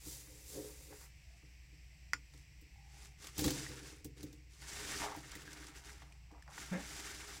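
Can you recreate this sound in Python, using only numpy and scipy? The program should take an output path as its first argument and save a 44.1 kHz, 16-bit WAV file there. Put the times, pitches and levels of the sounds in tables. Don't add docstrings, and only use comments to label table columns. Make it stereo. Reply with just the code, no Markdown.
import sys
import numpy as np
from scipy import signal
from scipy.fft import rfft, irfft
from scipy.io import wavfile

SR = 44100
rng = np.random.default_rng(int(sys.argv[2]) if len(sys.argv) > 2 else 0)


def wav_out(sig):
    wavfile.write(sys.argv[1], SR, np.round(np.clip(np.atleast_2d(sig).T, -1, 1) * 32767).astype(np.int16))


N = 326340
TIME = np.arange(N) / SR
TOP_HZ = 15900


def undb(db):
    return 10 ** (np.asarray(db) / 20)


def colour(x, spectrum, size=8192):
    hz, db = np.transpose(spectrum)
    bins_hz = np.arange(size // 2 + 1) * SR / size
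    gain = undb(np.interp(np.log(bins_hz + 1), np.log(hz), db))
    cepstrum = irfft(np.log(gain / np.sqrt(np.mean(gain ** 2))))
    cepstrum[1:size // 2] *= 2
    cepstrum[size // 2 + 1:] = 0
    impulse = irfft(np.exp(rfft(cepstrum)))
    return signal.fftconvolve(np.atleast_2d(x), impulse[None], axes=1)[:, :x.shape[-1]]


def tilted(rows, db_per_octave):
    return [(hz, db + db_per_octave * np.log2(max(hz / 1500, 1)), *rest) for hz, db, *rest in rows]


def butter(x, order, hz, kind):
    return signal.sosfilt(signal.butter(order, hz, kind, fs=SR, output="sos"), x)


def unit(x, band):
    edges_hz = {"bass": (40, 200), "body": (250, 650), "gulp": (600, 1300),
                "wet": (1200, 2800), "fine": (4000, 14000)}[band]
    return x / butter(np.atleast_2d(x).mean(0), 3, edges_hz, "band").std()


def pan(x, left_db):
    return x * undb(np.array([[left_db], [-left_db]]) / 2)


def wander(rate_hz):
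    return 1.2 * np.interp(TIME * rate_hz, np.arange(4000), rng.standard_normal(4000))


def add(track, start_s, sound):
    start = min(max(int(start_s * SR), 0), N)
    part = sound[..., :N - start]
    track[..., start:start + part.shape[-1]] += part


def envelopes(moves, swell_db=21.5):
    t = TIME[::64]
    power = 0
    for start_s, rise_s, hold_s, fall_s, *levels_db in moves:
        rising = np.maximum(1 - (t - start_s) / rise_s, 0)
        falling = np.maximum(t - start_s - rise_s - hold_s, 0) / fall_s
        drop_db = swell_db * np.minimum(rising ** 2 + falling ** 2, 10)
        power = power + undb(np.subtract.outer(levels_db, swell_db * np.minimum(rising ** 2 + falling, 10))) ** 2
    return np.array([np.interp(TIME, t, gain) for gain in np.sqrt(power)])


def ring(modes, lag_turns=0):
    t = TIME[:SR // 2]
    return sum(undb(db - 60 * t / t60_s) * np.sin(2 * np.pi * (hz * t - lag_turns * k))
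               for k, (hz, db, t60_s) in enumerate(modes))


def burst(t60_s):
    return rng.standard_normal((2, SR // 4)) * undb(-60 * TIME[:SR // 4] / t60_s)


def clicks(per_s, spread_db):
    when, side, strength = rng.random((int(per_s * N / SR), 3)).T
    at = (when * (N - 40)).astype(int) + 20
    lag = (side * 24 - 14).astype(int)
    size = undb(spread_db * np.minimum(-np.log(strength), 4.5)) * (-1) ** np.arange(len(at))
    return np.array([np.bincount(at, size, N), np.bincount(at + lag, size, N)])


def bubble(hz, cycles, glide):
    age = TIME[:int(SR * cycles / hz) + 2] * hz / cycles
    return undb(-50 * age) * np.sin(2 * np.pi * cycles * (age + glide * age ** 2 / 2))


def bubbles(per_s, centre_hz, octaves, spread_db, cycles, glide):
    out = np.zeros((2, N))
    count = int(per_s * N / SR)
    starts_s = rng.random(count) * N / SR
    for start_s, (pitch, size, side) in zip(starts_s, rng.standard_normal((count, 3))):
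        hz = np.clip(centre_hz * 2 ** (octaves * pitch), 250, TOP_HZ)
        sound = undb(spread_db * min(size, 2)) * bubble(hz, cycles, glide)
        add(out[0], start_s, undb(1.5 * side) * sound)
        add(out[1], start_s + 0.00018 * side, undb(-1.5 * side) * sound)
    return out


# frequency in Hz, density in dB.
RUMBLE_SPECTRUM = [(20, -9.5), (40, 2.5), (58, 9), (80, 6), (105, -1.5), (145, 5.5), (190, -10.5),
                   (245, -28), (305, -13.5), (370, -26), (520, -44), (720, -24.5), (1100, -32), (4000, -55)]
HISS_SPECTRUM = [(300, -7), (1400, -14), (2000, 3.5), (2650, 2), (3300, -8), (3900, -9), (4700, -4.5),
                 (5700, -2.5), (6700, -13), (7700, -4.5), (9200, -20.5), (13000, -18.5), (16000, -21)]

def background(hum_hz=60, hum_db=-60.5, rumble_db=-62.5, hiss_db=-72, drop_s=3.3, drop_db=-3):
    hum = np.sqrt(2) * np.sin(2 * np.pi * hum_hz * TIME + 0.051 * wander(26))
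    hum *= undb(hum_db + 0.61 * wander(22))
    noise = rng.standard_normal(N) + 0.3 * rng.standard_normal((2, N))
    rumble = undb(rumble_db) * unit(colour(noise, RUMBLE_SPECTRUM), "bass")
    hiss = unit(pan(colour(rng.standard_normal((2, N)), HISS_SPECTRUM), 18.8), "fine")
    hiss *= undb(hiss_db + drop_db * np.clip(TIME - drop_s + 0.5, 0, 1))
    return pan(hum + rumble, 1.3) + hiss


def kitchen_echo(x):
    walls = burst(t60_s=0.12)
    return signal.fftconvolve(x, walls / np.linalg.norm(walls[0]), axes=1)[:, :N]


# frequency in Hz, level in dB, T60 in seconds.
HOLLOW_MODES = [(418.8, 12.5, 0.13), (706, -3.5, 0.15), (745, -4, 0.15), (816, -2.5, 0.15),
                (860, -15, 0.11), (972, 4.5, 0.081), (1500, -15, 0.1), (1624, -8.5, 0.18),
                (2130, -16, 0.18)]

def sink_hollow(x):
    return signal.fftconvolve(x.mean(0), ring(HOLLOW_MODES))[:N]


# frequency in Hz, level in dB, T60 in seconds.
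BASIN_MODES = [(75.5, -1, 0.15), (128.3, -12.5, 1), (145, -11.5, 0.58), (190, -8, 0.14),
               (232.3, -15.5, 0.28), (270.7, -10, 0.32), (297.8, 1, 0.26), (318.8, -1, 0.17),
               (375.6, -8, 0.23), (427.5, -9, 0.26), (457.7, -8, .25), (485.7, -9, 0.26),
               (504.2, -10, 0.24), (539, -10.5, 0.14), (600, -23, 0.14), (715, -21, 0.22), (766, -21, 0.16),
               (920, -19, 0.14)]

def basin(force):
    return butter(signal.fftconvolve(force, ring(BASIN_MODES, lag_turns=0.4316))[:N], 2, 60, "high")


# start in seconds, level in dB, tilt in dB per octave.
TAP_HITS = [(2.134, -22, 0.3), (6.4784, -47, -6), (6.5795, -36.5, -10)]
# frequency in Hz, density in dB.
CRACK_SPECTRUM = [(200, -25), (720, -23), (980, -5), (1950, 1), (2650, -10), (4000, -22), (4800, -9),
                  (6300, -16), (8000, -23), (10000, -28), (15000, -37)]
# frequency in Hz, level in dB, T60 in seconds.
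TAP_MODES = [(1027, -8, 0.061), (1250, -27, 0.06), (1433, 4, 0.087), (1840, -8, .07), (1990, 0, 0.08),
             (3050, -5, 0.045), (4650, -9, 0.086), (4960, -5, 0.047), (5330, -8, 0.13), (5750, -11, .08),
             (7140, -11, 0.14)]

def taps(crack_db=17.5, ring_db=-19, scatter_db=-6.5, left_lag_s=0.00015):
    out = np.zeros((2, N))
    for start_s, db, tilt in TAP_HITS:
        contact = undb(scatter_db) * burst(t60_s=0.032)
        contact[:, 0] += undb(crack_db)
        tap = colour(contact, tilted(CRACK_SPECTRUM, tilt))
        tap += undb(ring_db) * ring(tilted(TAP_MODES, tilt), lag_turns=0.297)[:SR // 4]
        add(out[0], start_s + left_lag_s, undb(db) * tap[0])
        add(out[1], start_s, undb(db) * tap[1])
    return pan(out, 4)


# start, rise, hold, fall in seconds, level in dB, pitch in Hz.
SQUEAK_MOVES = [(1.202, 0.11, 0.036, 0.15, -79, 687), (1.716, 0.063, 0.29, 0.24, -87.5, 667),
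                (2.714, 0.054, 0.26, 0.34, -75, 790)]

def squeaks(skirt_ratio=1.32, skirt_db=-22):
    out = np.zeros((1, N))
    for *move, hz in SQUEAK_MOVES:
        band = [(hz / 2, -60), (hz / skirt_ratio, skirt_db), (hz, 0),
                (hz * skirt_ratio, skirt_db), (hz * 2, -60)]
        slips = colour(clicks(per_s=900, spread_db=1.5)[0], band)
        out += slips / slips.std() * envelopes([move])
    return pan(out, 8.9)


# start in seconds, thud in dB, splat in dB, splat tilt in dB per octave.
LUMPS = [(0.061, -45.5, -62, -13), (0.271, -57, -62, -19), (.552, -52, -58, -11), (.925, -63, -54.5, -14),
         (1.426, -59.5, -70, -10), (1.72, -64.5, -78, -4), (2.137, -52.5, -72, -10),
         (2.337, -60.5, -58, -3.5), (2.613, -62, -59, 5), (3.242, -70, -46, -3.5), (3.380, -36, -33, 2),
         (3.392, -41.5, -30.5, 0.5), (3.41, -36, -34.5, 6), (3.4416, -35, -30, -2.5), (3.447, -30, -38, -1),
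         (3.461, -32, -33, 2), (3.479, -43, -32.5, -3), (3.505, -45, -33, -0.5), (3.689, -48, -54, 5),
         (4.045, -42, -41, 3.5), (4.23, -42, -45, 1.5), (4.328, -54.5, -55, -0.5), (4.886, -52, -47, -18),
         (5.162, -47, -48, 5), (5.352, -49, -45, 2), (5.419, -59.5, -50, -2), (5.681, -58, -54, -8),
         (6.02, -62, -51, -8.5), (6.315, -53.5, -64, -4), (6.581, -53.5, -47, -3)]
# frequency in Hz, density in dB.
SPLAT_SPECTRUM = [(200, -21), (700, 8.5), (1200, 3.5), (1900, 4), (2700, 3), (3400, 8.5), (7500, 9),
                  (9000, 3), (11000, 3.5), (14500, 1), (16000, 6)]

def plops(push_s=0.00084, slump_db=-26):
    force, splats = np.zeros(N), np.zeros((2, N))
    push = np.exp(-TIME[:SR // 4] / push_s) / (push_s * SR)
    for start_s, thud_db, splat_db, tilt in LUMPS:
        slump = undb(slump_db) * burst(t60_s=0.12)[0] / np.sqrt(push_s * SR)
        splat = colour(burst(t60_s=0.063), tilted(SPLAT_SPECTRUM, tilt))
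        add(force, start_s, undb(thud_db) * (push + slump))
        add(splats, start_s, undb(splat_db) * splat)
    return pan(basin(force), 1.8) + pan(splats, 4.2)


def air_pocket(start_s=6.712, hz=181, swell_s=0.022, tone_db=-33, splutter_db=-44, splutter_s=0.03):
    out, t = np.zeros((2, N)), TIME[:SR // 3]
    flap = np.sin(2 * np.pi * np.cumsum(hz * (1 + 0.024 * wander(48)[:len(t)])) / SR)
    swell = (t / swell_s * np.exp(1 - t / swell_s)) ** 0.99
    spray = colour(rng.standard_normal((2, len(t))) * (1 + 0.23 * flap),
                   [(600, -0.5), (850, 2.5), (1100, -5), (1500, 3),
                    (2500, -4.5), (3500, -24), (9000, -39)])
    throat = colour(rng.standard_normal(len(t)),
                    [(130, -28), (200, 4.5), (290, 7.5), (400, -13), (560, 3.5), (750, -22), (2000, -49)])
    splutter = (throat + spray) * t / splutter_s * np.exp(1 - t / splutter_s)
    add(out, start_s, undb(tone_db) * swell * flap + undb(splutter_db) * splutter)
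    return pan(out, 1.7)


# start, rise, hold, fall in seconds, level in dB.
AIR_ESCAPES = [(4.62, 0.24, .15, .2, -56.5), (4.99, 0.049, 0.041, 0.14, -39.5),
               (5.45, 0.12, 0.54, 0.37, -68), (6.29, 0.047, 0.015, 0.15, -59),
               (6.46, 0.02, .03, 0.13, -54.5)]

def gurgle():
    swarm = bubbles(per_s=600, centre_hz=1000, octaves=0.42, spread_db=2.5, cycles=14, glide=0.08)
    swarm = unit(butter(swarm, 2, 640, "high"), "gulp")
    return pan(swarm * envelopes(AIR_ESCAPES) * undb(-6.5), 4.9)


# start, rise, hold, fall in seconds, then hiss, scrape, drumming in dB.
WIPE_STROKES = [(0.0, 0.0033, 1.046, 0.057, -63, -76.5, -73), (0.0, 0.088, 0.035, 0.24, -52.5, -69, -83),
                (0.435, 0.074, 0.048, 0.33, -54, -77, -73), (0.485, 0.063, 0.047, 0.12, -71, -68, -51),
                (0.61, 0.04, 0.019, 0.28, -62, -68, -53), (0.88, 0.048, 0.02, 0.063, -82, -64, -59),
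                (0.975, 0.042, 0.023, 0.06, -62.5, -65.5, -89)]
# frequency in Hz, density in dB.
GRIT_SPECTRUM = [(600, -26), (1300, -24), (2200, -18), (3200, -9.5), (5300, -3.5), (6500, -3), (7500, -1),
                 (8800, -5.5), (10300, -4), (11200, -10.5), (13000, -6.5), (16000, -12.5)]
SCRAPE_SPECTRUM = [(400, -11), (900, 4), (1900, 3), (3000, -12), (8000, -45)]
DRAG_SPECTRUM = [(80, -27), (150, -11.5), (280, -11.5), (400, -8.5), (520, 5), (650, 7), (1000, -15)]

def wipe(grain_db=0.7, judder_db=4.5):
    hiss_gain, scrape_gain, drum_gain = envelopes(WIPE_STROKES)
    hiss = unit(colour(clicks(per_s=14000, spread_db=1), GRIT_SPECTRUM), "fine")
    hiss *= undb(grain_db * wander(45.5))
    scrape = unit(colour(clicks(per_s=3000, spread_db=1), SCRAPE_SPECTRUM), "gulp") * undb(-4.5)
    drag = colour(rng.standard_normal(N), DRAG_SPECTRUM)[0] * undb(judder_db * wander(30.05))
    drum = unit(basin(drag), "body") * undb(0.5)
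    return pan(hiss * hiss_gain, 2.4) + pan(scrape * scrape_gain + drum * drum_gain, 6.4)


def runoff(gain):
    drops = butter(clicks(per_s=300, spread_db=3.5)[0], 1, 220, "high")
    return pan(unit(basin(drops), "body") * gain * undb(-5.5), 5.4)


# frequency in Hz, density in dB.
FIZZ_SPECTRUM = [(1200, -7.5), (2600, -1.5), (3500, -2), (4200, -2.5), (5500, 2.5), (6600, -0.5), (7400, 1),
                 (8600, -4), (10300, -5.5), (11200, -16), (14000, -11), (16000, -25)]

def spits(gain, tick_db=-16, ping_db=-13):
    ticks = signal.fftconvolve(clicks(per_s=45, spread_db=5), burst(t60_s=0.021), axes=1)[:, :N]
    ticks = unit(colour(ticks, FIZZ_SPECTRUM), "fine")
    pings = bubbles(per_s=90, centre_hz=3000, octaves=0.7, spread_db=3, cycles=50, glide=0.04)
    return pan((undb(tick_db) * ticks + undb(ping_db) * pings / pings.std()) * gain, 1.2)


# start in seconds, pitch in Hz, ring in dB, snap in dB.
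LARGE_BUBBLES = [(3.27, 3020, -54, -39), (3.665, 1870, -39, -66), (4.208, 5000, -56, -51),
                 (5.037, 960, -48.5, -56), (5.118, 823, -55, -56.5), (5.149, 960, -42, -53),
                 (5.317, 2100, -54, -42.5), (5.354, 1955, -43, -47), (5.478, 1600, -43.5, -60),
                 (5.531, 1520, -51, -43.5), (5.765, 2020, -61, -53), (6.1236, 2400, -54, -56),
                 (6.424, 1730, -53.5, -54)]

def pops():
    rings, snaps = np.zeros(N), np.zeros((2, N))
    for start_s, hz, ring_db, snap_db in LARGE_BUBBLES:
        add(rings, start_s, undb(ring_db) * bubble(hz, cycles=35, glide=0.045))
        add(snaps, start_s, undb(snap_db) * burst(t60_s=0.023))
    return pan(rings, 6.9) + pan(colour(snaps, FIZZ_SPECTRUM), 1.5)


# frequency in Hz, density in dB.
CRACKLE_SPECTRUM = [(300, -5.5), (600, -10), (1000, -8), (1500, 3), (2050, 4.5), (2700, -2.5), (4000, -4.5),
                    (9000, -21)]

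def foam(fizz_gain, crackle_gain, dense_db=-52, surge_db=1.12, spurt_db=2):
    pressure = fizz_gain ** 2 / (fizz_gain ** 2 + undb(dense_db) ** 2)
    many = unit(colour(clicks(per_s=11000, spread_db=0), FIZZ_SPECTRUM), "fine")
    few = unit(colour(clicks(per_s=1800, spread_db=2), FIZZ_SPECTRUM), "fine")
    pings = bubbles(per_s=700, centre_hz=6300, octaves=0.4, spread_db=3.5, cycles=45, glide=0.04)
    plips = bubbles(per_s=500, centre_hz=1650, octaves=0.4, spread_db=2.5, cycles=18, glide=0.06)
    snaps = colour(clicks(per_s=2200, spread_db=1), CRACKLE_SPECTRUM)
    fizz = np.sqrt(pressure) * many + np.sqrt(1 - pressure) * few + undb(-9.5) * unit(pings, "fine")
    crackle = undb(-5) * unit(snaps, "wet") + undb(-9) * unit(plips, "wet")
    clumps = undb((1.5 - pressure) * wander(45))
    fizz *= fizz_gain * undb(surge_db * wander(60) - 4.5)
    crackle *= crackle_gain * undb(spurt_db * wander(40))
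    return clumps * (pan(fizz, 0.89) + pan(crackle, 5))


# start, rise, hold, fall in seconds, then fizz, crackle, runoff in dB.
HAND_GRIPS = [(1.1, 0.095, 0.32, .06, -76, -86, -91), (2.24, 0.17, .015, 0.035, -68.5, -85, -89),
              (2.85, 0.17, 0.035, 0.1, -59, -66.5, -88), (3.17, 0.074, 0.017, .2, -52.5, -59, -66.5),
              (3.335, 0.082, 0.11, 0.31, -43, -63.5, -45), (3.54, 0.049, 0.051, 0.12, -48.5, -52.5, -63),
              (3.65, 0.059, 0.093, 0.084, -55.5, -59, -54), (3.8, 0.038, 0.09, 0.15, -57.5, -63, -54),
              (4.16, 0.021, 0.021, .25, -60, -66.5, -54), (4.49, 0.049, 0.02, 0.041, -61.5, -78, -81),
              (4.565, 0.22, 0.13, .35, -46.5, -51.5, -67), (4.79, 0.21, 0.033, 0.083, -44, -48, -50),
              (5.03, 0.075, 0.581, .1, -58, -59, -60), (5.73, 0.038, .01, 0.061, -54.5, -57.5, -66.5),
              (5.8, 0.079, 0.016, 0.24, -55, -57, -66), (6.48, 0.084, 0.099, 0.61, -53.5, -57, -67),
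              (6.62, 0.35, 0.046, 1.43, -48.5, -52.5, -61)]

def scene():
    fizz_gain, crackle_gain, runoff_gain = envelopes(HAND_GRIPS)
    suds = wipe() + foam(fizz_gain, crackle_gain) + spits(crackle_gain) + gurgle()
    patter = runoff(runoff_gain)
    hollow = undb(-52.5) * sink_hollow(suds + undb(-13.5) * patter)
    sink = suds + hollow + patter + plops() + pops() + air_pocket() + squeaks()
    tap = taps()
    echo = kitchen_echo(sink + undb(-4.5) * tap)
    return sink + tap + undb(-9.5) * echo + background()


def record(dry):
    return signal.sosfilt(signal.ellip(10, 0.2, 70, TOP_HZ, fs=SR, output="sos"), dry)


dry = scene()
out = record(dry)
wav_out(out)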